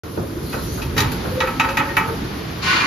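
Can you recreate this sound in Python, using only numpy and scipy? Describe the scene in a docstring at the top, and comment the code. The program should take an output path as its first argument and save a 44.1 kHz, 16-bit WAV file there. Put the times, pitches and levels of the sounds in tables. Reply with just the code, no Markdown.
"""The sheet-metal guard door of a moulding machine is pulled open in a humming factory hall.
Its jolted panel clatters as decaying noise and rings as damped, beating modes; the frame booms under bumps.
Rollers rumble and hiss as coloured noise and squeal as gliding tones; the machine grows clearer.
At the end a rush of air sets in: a fluttering noise jet, narrow noisy resonances and a whistle."""
import sys
import numpy as np
from scipy import signal
from scipy.io import wavfile

SR = 44100
rng = np.random.default_rng(int(sys.argv[2]) if len(sys.argv) > 2 else 0)


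def log_audio(samples):
    """Write samples as a 16-bit WAV file to the path given in sys.argv[1]."""
    # one column per channel
    frames = np.atleast_2d(samples).T
    # limit to full scale, then quantise
    limited = np.clip(frames, -1, 1)
    pcm = np.round(limited * 32767).astype(np.int16)
    wavfile.write(sys.argv[1], SR, pcm)


N = 126126
T = np.arange(N) / SR

# Jolts of the door: start_s, level_db, rise_s, presence_db, sparkle_db, favoured_mode_hz, mode_lift_db
JOLTS = [(0.523, -31.5, 0.012, 6, 8, 1420, 22), (0.816, -34, 0.0046, 9.5, 7, 2730, 21),
         (.963, -27, 0.0045, 5.5, 13, 1900, -1), (.976, -20.5, 0.0048, 10, 12, 1820, 10),
         (1.003, -29, 0.0015, 16, 20, 3860, 2), (1.019, -27, .001, -15, -7, 2440, 1),
         (1.115, -38.5, .005, 12.5, 26.5, 3900, -6), (1.402, -19.5, 0.0023, 3.5, 0, 2160, 9.5),
         (1.416, -27.5, .004, -12, 3, 1330, 6), (1.472, -25.5, 0.0021, -10, 3, 1254, 4.5),
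         (1.596, -14, 0.0034, -2, 0.5, 1310, 1), (1.643, -26, 0.0058, -16, -2, 885, 10),
         (1.687, -27.5, 0.0027, 3, 4, 2600, 10), (1.770, -16.5, 0.0009, -0.5, 6, 2350, -1),
         (1.796, -23, 0.0013, -23, -12, 874, 10), (1.883, -34.5, 0.0092, -11, 3, 1816, 22),
         (1.967, -14, 0.00071, -6, 8.5, 2420, 0)]
# Modes of the door panel: pitch_hz, relative_level_db, t60_s
PANEL_MODES = [(811, -18, 0.99), (890, -6.5, 0.4), (918.3, -11, 0.69), (1221, -11, 0.45), (1299, -6, 0.5),
               (1323, -7.5, 0.4), (1483, -13, 0.47), (1850, -11.5, 0.35), (1928, -7, 0.24),
               (2155, -16, 0.074), (2324, -9.5, 0.25), (2520, -3, 0.12), (2570, -9, 0.24),
               (2915, -12.5, 0.11), (3890, -18.5, 0.2)]
# Spectrum of the panel's dense clatter: frequency_hz, relative_density_db
CLATTER_SPECTRUM = [(200, -7), (650, -11), (900, 4), (1400, 2), (2600, -3), (3400, -5.5), (6000, -12),
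                    (10000, -21), (15000, -21.5)]
# Dull bumps of the door frame: start_s, level_db, tilt_db_per_octave (about 200 Hz)
FRAME_BUMPS = [(0.173, -15, -1), (0.539, -24.5, 4), (0.774, -38, 8), (0.96, -22, -4.5), (1.247, -22, 2.5),
               (2.08, -26, 2.5)]
# Spectrum of the frame: frequency_hz, relative_density_db
FRAME_SPECTRUM = [(35, -41), (100, 0.5), (250, -11), (560, -11.5), (850, -20.5), (1400, -21.5), (3000, -69)]
# Rumble of the rollers over time: time_s, level_db
RUMBLE_LEVEL = [(.03, -45), (.42, -29), (.6, -25.5), (.86, -25.5), (1.0, -19), (1.12, -22), (1.22, -24),
                (1.35, -27), (1.48, -28.5), (1.95, -35.5), (2.25, -24.5), (2.55, -63)]
# Spectrum of the rumble: frequency_hz, relative_density_db
RUMBLE_SPECTRUM = [(45, 6), (75, 1.5), (150, -0.5), (300, -7.5), (500, -14), (700, -28), (2000, -34),
                   (15000, -51)]
# Hiss of the rail over time: time_s, level_db
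HISS_LEVEL = [(.03, -45), (.36, -45), (.54, -34.5), (.76, -35.5), (.92, -44), (1.25, -40.5), (1.9, -42.5),
              (2.3, -44), (2.86, -52)]
# Spectrum of the rail hiss: frequency_hz, relative_density_db
HISS_SPECTRUM = [(1000, 3.5), (3000, -3), (4400, 4.5), (7000, -1), (11500, 6), (15000, -16)]
# Spells in which the rollers groan, sing and squeak: start_s, length_s, start_hz, end_hz, level_db
SQUEAL_SPELLS = [(0.425, 0.21, 4350, 4100, -44), (0.607, .19, 4030, 4680, -46),
                 (0.654, .16, 5750, 6800, -41), (1.255, 0.29, 505, 523, -28), (1.514, .17, 258.2, 265, -30),
                 (1.605, 0.26, 531, 557, -34), (1.772, 0.11, 274, 278, -28),
                 (1.852, 0.18, 545.5, 573, -38.5), (2.023, .13, 460, 452.6, -28.5)]
# Flow of the air rush over time: time_s, level_db, treble_db
AIR_FLOW = [(2.6, -63, 1), (2.63, -30.5, 7.5), (2.68, -19.5, -1), (2.73, -16.5, -4), (2.79, -19.5, -2.5),
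            (2.86, -19, -6.5)]
# Spectrum of the air jet: frequency_hz, relative_density_db
AIR_SPECTRUM = [(300, -9), (700, -16), (1050, 0), (1600, -5), (2500, -3), (3500, -7.5), (4400, -9),
                (6000, -15.5), (10000, -18.5), (15000, -60)]
# Hollow resonances of the air rush: pitch_hz, relative_level_db
AIR_RESONANCES = [(1064, -13), (1128, -11), (1335, -15), (1665, -15.5), (1855, -11), (2070, -10.5),
                  (2393, -8.5), (2790, -13), (2995, -14), (4400, -14)]
# Machine noise through the widening gap over time: time_s, level_db
MACHINE_LEVEL = [(.03, -40), (.7, -38), (1.2, -28.5), (1.7, -31), (2.25, -29.5), (2.6, -29.5),
                 (2.86, -31.5)]
# Spectrum of the machine noise: frequency_hz, relative_density_db
MACHINE_SPECTRUM = [(200, 16), (450, -23), (650, 4.5), (1200, 4.5), (2400, 0), (3300, -3), (4700, -4),
                    (7000, -20.5), (15000, -71)]
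# Spectrum of the hall's drone: frequency_hz, relative_density_db
HALL_SPECTRUM = [(45, -13), (85, -1), (190, -7), (300, -3.5), (450, -6.5), (700, -26.5), (1100, -16.5),
                 (2500, -33.5), (5400, -31), (7300, -37), (10000, -42), (12500, -28), (15000, -43)]
# Stereo image by frequency: frequency_hz, left_right_correlation, left_minus_right_db
STEREO_IMAGE = [(100, 0.99, -0.5), (250, 0.89, -2), (493, 0.32, -0.3), (980, 0, -2.5), (2120, 0.33, 0.1),
                (4040, 0.47, 4.5), (7050, 0, 1), (12300, 0.42, -0.5)]

# Clatter; t60 values in seconds
CLATTER_DB, CLATTER_T60_S, TICK_T60_S = -4, 0.19, 0.14  # the tick is the treble part
CRACK_DB, CRACK_T60_S = -7.5, 0.04  # the first contact of a jolt
TAIL_DB, TAIL_T60_S, TAIL_TOP_LOSS_DB = -7.5, 0.57, 15.5
RATTLES_PER_S, RATTLE_DECAY_S, RATTLE_SHARE = 250, 0.0032, 0.24
# Ringing modes
RING_DB, FAVOUR_OCTAVES, BLOOM_CYCLES = -0.5, 0.051, 8.9
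OVERTONE_RANGE_HZ, OVERTONE_DB, OVERTONE_T60_S = (954, 6940), -23.5, 0.42
BEAT_SPREAD_HZ, BEAT_SHARE, PARTNER_T60_S = 23, 1, 0.17
MODE_SPREAD_DB, JOLT_SHIFT_HZ, MODE_PHASE_SPREAD_RAD, MODE_PAN_DB = 2.5, 7.95, 0.72, -2
# Frame and rollers
BUMP_RISE_S, BUMP_T60_S = 0.0046, 0.3
SQUEAL_BLUR = 0.044  # drift rate as a share of pitch
SQUEAL_WAVER_DB, SQUEAL_CLEAR_HZ = 4.5, 960  # spells below this pitch are mostly clear
# Air rush
AIR_NOISE_DB, AIR_TREBLE_PAN_DB = 1, 1
RESONANCE_WIDTH_HZ = 12  # lower limit; higher resonances are broader
WHISTLE_HZ, WHISTLE_DB, WHISTLE_FOLLOWS = 1480, -5, 0.99  # added dB per dB of flow
# Hall and microphone
HALL_DB = -29.5
DIP_HZ, DIP_DB = (7397, 9700), -33
START_S, LOW_CUT_HZ, HIGH_CUT_HZ = 0.035, 50.7, 14600


def clatter():
    """Impact excitation of many dense modes: a crack, a grainy body and a tail, with faster treble loss."""
    presence_db, sparkle_db = np.transpose(JOLTS)[3:5]

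    def envelopes(t60_s):
        return np.array([from_db(db) * blow(s, rise_s, t60_s) for s, db, rise_s, *_ in JOLTS])

    crack, body = envelopes(CRACK_T60_S), envelopes(CLATTER_T60_S)
    tail, tick = envelopes(TAIL_T60_S), envelopes(TICK_T60_S)
    grain, out = rattle(), 0
    for hz, band in bands(CLATTER_SPECTRUM, flicker_db=1.5):
        gain = from_db(contact_colour(presence_db, sparkle_db, hz))
        top = treble(hz) ** 2
        envelope = from_db(CRACK_DB) * (gain @ crack)
        envelope = envelope + grain * ((1 - top) * (gain @ body) + top * (gain @ tick))
        envelope = envelope + from_db(TAIL_DB - TAIL_TOP_LOSS_DB * top) * (gain @ tail)
        out = out + band * envelope
    return from_db(CLATTER_DB) * out


def panel_ring():
    """Modal superposition: low modes bloom later, and each mode beats against a short-lived partner."""
    # weak overtones fill in among the panel's modes
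    overtone_hz = np.geomspace(*OVERTONE_RANGE_HZ, 30) * np.exp(0.02 * rng.standard_normal(30))
    overtones = [(hz, OVERTONE_DB + at_hz(CLATTER_SPECTRUM, hz), OVERTONE_T60_S) for hz in overtone_hz]
    hz, mode_db, t60_s = np.transpose(PANEL_MODES + overtones)
    t, out = T[:SR // 2], np.zeros((2, N))
    bloom = np.minimum(hz[:, None] * t / BLOOM_CYCLES, 1)

    def damped(pitch_hz, decay_s):
        return bloom * np.exp((2j * np.pi * pitch_hz - np.log(1000) / decay_s)[:, None] * t)

    modes = damped(hz, t60_s)
    partners = damped(hz + BEAT_SPREAD_HZ * rng.standard_normal(len(hz)), PARTNER_T60_S)
    unlike = np.sqrt(1 - at_hz(STEREO_IMAGE, hz))
    pan_db = at_hz(STEREO_IMAGE, hz, axis=2)
    for s, db, rise_s, presence_db, sparkle_db, favoured_hz, lift_db in JOLTS:
        octaves_away = np.log2(hz / favoured_hz)
        colour_db = mode_db + contact_colour(presence_db, sparkle_db, hz)
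        colour_db += lift_db * np.exp(-0.5 * (octaves_away / FAVOUR_OCTAVES) ** 2)
        ringing = 0
        for share, tones in (1, modes), (BEAT_SHARE, partners):
            strength, apart, lean = rng.standard_normal((3, len(hz)))
            level = share * from_db(RING_DB + db + colour_db + MODE_SPREAD_DB * strength)
            phase_gap = MODE_PHASE_SPREAD_RAD * unlike * apart * [[0.5], [-0.5]]
            phase = 2 * np.pi * rng.random(len(hz)) + phase_gap
            amplitude = level * panned(pan_db + MODE_PAN_DB * lean)
            ringing = ringing + (amplitude * np.exp(1j * phase)) @ tones
        # one common pitch shift for each jolt
        shift = np.exp(2j * np.pi * JOLT_SHIFT_HZ * rng.standard_normal() * t)
        stroke = (ringing * shift).real * np.minimum(t / rise_s, 1)
        i = int(s * SR)
        out[:, i:i + len(t)] += stroke[:, :N - i]
    return out


def contact_colour(presence_db, sparkle_db, hz):
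    """Contact stiffness: a harder contact lifts the upper middle and the top; result in dB."""
    presence = at_hz([(2400, 0), (3800, 1), (5000, 1), (10000, 0)], hz)
    sparkle = at_hz([(5000, 0), (10000, 1)], hz)
    return presence_db * presence + sparkle_db * sparkle


def rattle():
    """Intermittent contact: random decaying grains modulate a steady part, as a gain of rms 1."""
    contacts = (rng.random(N) < RATTLES_PER_S / SR) * rng.uniform(0.45, 1, N)
    grains = signal.lfilter([1], [1, -np.exp(-1 / (RATTLE_DECAY_S * SR))], contacts)
    return rms_one(1 - RATTLE_SHARE + RATTLE_SHARE * rms_one(grains))


def door_bumps():
    """Soft impact on a damped body: blows scuff and boom in the frame as decaying noise."""
    body = np.array([from_db(db) * blow(s, BUMP_RISE_S, BUMP_T60_S) for s, db, _ in FRAME_BUMPS])
    tilt_db = np.array(FRAME_BUMPS)[:, 2]
    out = 0
    for hz, band in bands(FRAME_SPECTRUM, flicker_db=2.5):
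        gain = from_db(tilt_db * np.log2(hz / 200))
        out = out + band * (gain @ body)
    return rattle() * out


def rollers():
    """Rolling and sliding friction: broadband rumble and hiss, with the rollers' squeals."""
    rumble = from_db(in_time(RUMBLE_LEVEL)[0]) * noise(RUMBLE_SPECTRUM, flicker_db=0.5)
    hiss = from_db(in_time(HISS_LEVEL)[0]) * noise(HISS_SPECTRUM, flicker_db=2.0)
    return rumble + hiss + squeals()


def squeals():
    """Frictional self-oscillation: low spells are wavering tones, high ones diffuse narrow noise."""
    out = 0
    for s, length_s, start_hz, end_hz, db in SQUEAL_SPELLS:
        along = np.clip((T - s) / length_s, 0, 1)
        hz = start_hz + (end_hz - start_hz) * along
        tone = from_db(SQUEAL_WAVER_DB * drift(28)) * np.sin(2 * np.pi * np.cumsum(hz) / SR)
        diffuse = narrow(hz, SQUEAL_BLUR * start_hz)
        voice = rms_one(rms_one(tone) + (start_hz / SQUEAL_CLEAR_HZ) ** 2 * diffuse)
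        swell = np.sqrt(np.abs(np.sin(np.pi * along)))
        out = out + from_db(db) * swell * voice
    return out


def air_rush():
    """Turbulent flow: a fluttering jet with hollow resonances and a whistle, its treble to the left."""
    flow_db, treble_db = in_time(AIR_FLOW)
    jet = 0
    for hz, band in bands(AIR_SPECTRUM, flicker_db=1.0):
        jet = jet + band * from_db(treble_db * treble(hz)) * panned(AIR_TREBLE_PAN_DB * treble(hz))
    resonances = 0
    for hz, db in AIR_RESONANCES:
        width_hz = RESONANCE_WIDTH_HZ * (1 + (hz / 2000) ** 2)
        resonances = resonances + from_db(db) * narrow(hz, width_hz)
    # the whistle swells faster than the flow
    whistle_db = WHISTLE_DB + WHISTLE_FOLLOWS * (flow_db - flow_db.max()) + 3.0 * drift(30)
    whistle_phase = 2 * np.pi * np.cumsum(WHISTLE_HZ + 4 * drift(25)) / SR
    whistle = from_db(whistle_db) * np.sin(whistle_phase)
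    flutter_db = 0.48 * drift(90)
    return from_db(flow_db + flutter_db) * (from_db(AIR_NOISE_DB) * jet + resonances + whistle)


def factory():
    """Transmission through an opening: machine noise varies with the gap over the hall's steady drone."""
    machine = from_db(in_time(MACHINE_LEVEL)[0]) * noise(MACHINE_SPECTRUM, flicker_db=0.2)
    return machine + from_db(HALL_DB) * noise(HALL_SPECTRUM, flicker_db=2.43)


def blow(s, rise_s, t60_s):
    """Impact and damping: a linear rise, then exponential decay by 60 dB in t60_s."""
    rise = np.clip((T - s) / rise_s, 0, 1)
    return rise * from_db(-60 * np.maximum(T - s - rise_s, 0) / t60_s)


def narrow(hz, width_hz):
    """Noise-fed resonance: random quadrature amplitudes on a carrier, partly shared by the channels."""
    phase = 2 * np.pi * np.cumsum(hz + 0 * T) / SR
    shared, left, right = [
        drift(width_hz) * np.cos(phase) + drift(width_hz) * np.sin(phase) for _ in range(3)]
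    return rms_one(shared + 2.7 * np.array([left, right]))


def bands(spectrum, flicker_db):
    """Band decomposition: stereo noise as (Hz, third-octave band) pairs, of total rms 1."""
    edges = np.geomspace(22, 16000, 29)
    white = rng.standard_normal((2, 2, N))  # neighbouring bands take independent noise
    out = []
    for k, (low, high) in enumerate(zip(edges, edges[1:])):
        band_filter = signal.butter(2, [low, high], "band", fs=SR, output="sos")
        mid, side = signal.sosfilt(band_filter, white[k % 2])
        hz = np.sqrt(low * high)
        alike = at_hz(STEREO_IMAGE, hz)
        stereo = np.sqrt(1 + alike) * mid + np.sqrt(1 - alike) * side * [[1], [-1]]
        gain = from_db(at_hz(spectrum, hz) + flicker_db * drift(13.6))
        out.append((hz, gain * panned(at_hz(STEREO_IMAGE, hz, axis=2)) * stereo))
    total = np.sqrt(sum(np.mean(band ** 2) for _, band in out))
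    return [(hz, band / total) for hz, band in out]


def noise(spectrum, flicker_db):
    """Superposition of bands: coloured stereo noise of rms 1."""
    return sum(band for _, band in bands(spectrum, flicker_db))


def drift(rate_hz):
    """Low-pass random process: slow chance of rms 1, computed at every 40th sample."""
    r = np.exp(-2 * np.pi * rate_hz * 40 / SR)
    white = rng.standard_normal(N // 40 + 2002)
    slow = signal.lfilter([1], [1, -2 * r, r * r], white)[2000:]  # skip the filter's settling
    return np.interp(np.arange(N) / 40, np.arange(len(slow)), rms_one(slow))


def treble(hz):
    """Spectral weighting: how much a frequency counts as treble, from 0.12 to 0.93."""
    return at_hz([(2000, 0.12), (4000, 0.93)], hz)


def panned(db):
    """Level-difference stereo: left and right gains, db apart."""
    return from_db(np.array([[0.5], [-0.5]]) * db)


def at_hz(points, hz, axis=1):
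    """Logarithmic pitch scale: one column of a spectrum read at hz."""
    points = np.array(points)
    return np.interp(np.log(hz), np.log(points[:, 0]), points[:, axis])


def in_time(rows):
    """Linear interpolation: each column of a time curve at every sample."""
    s, *columns = np.transpose(rows)
    return [np.interp(T, s, column) for column in columns]


def from_db(db):
    """Logarithmic level: decibels to amplitude gain."""
    return 10 ** (np.asarray(db) / 20)


def rms_one(x):
    """Mean power: scale to unit rms."""
    return x / np.sqrt(np.mean(x ** 2) + 1e-20)


def scene():
    """Linear superposition of door, air and hall."""
    return clatter() + panel_ring() + door_bumps() + rollers() + air_rush() + factory()


def record(dry):
    """Band-limited reception: a microphone with a treble dip, a delayed start, and bass and top cuts."""
    notched = signal.sosfilt(signal.butter(5, DIP_HZ, "bandstop", fs=SR, output="sos"), dry)
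    dip = signal.sosfilt(signal.butter(5, DIP_HZ, "bandpass", fs=SR, output="sos"), dry)
    heard = (notched + from_db(DIP_DB) * dip) * (T > START_S)
    heard = signal.sosfilt(signal.butter(4, LOW_CUT_HZ, "highpass", fs=SR, output="sos"), heard)
    # order 10, ripple 0.3 dB, stopband 90 dB down
    return signal.sosfilt(signal.ellip(10, 0.3, 90, HIGH_CUT_HZ, fs=SR, output="sos"), heard)


dry = scene()
out = record(dry)
log_audio(out)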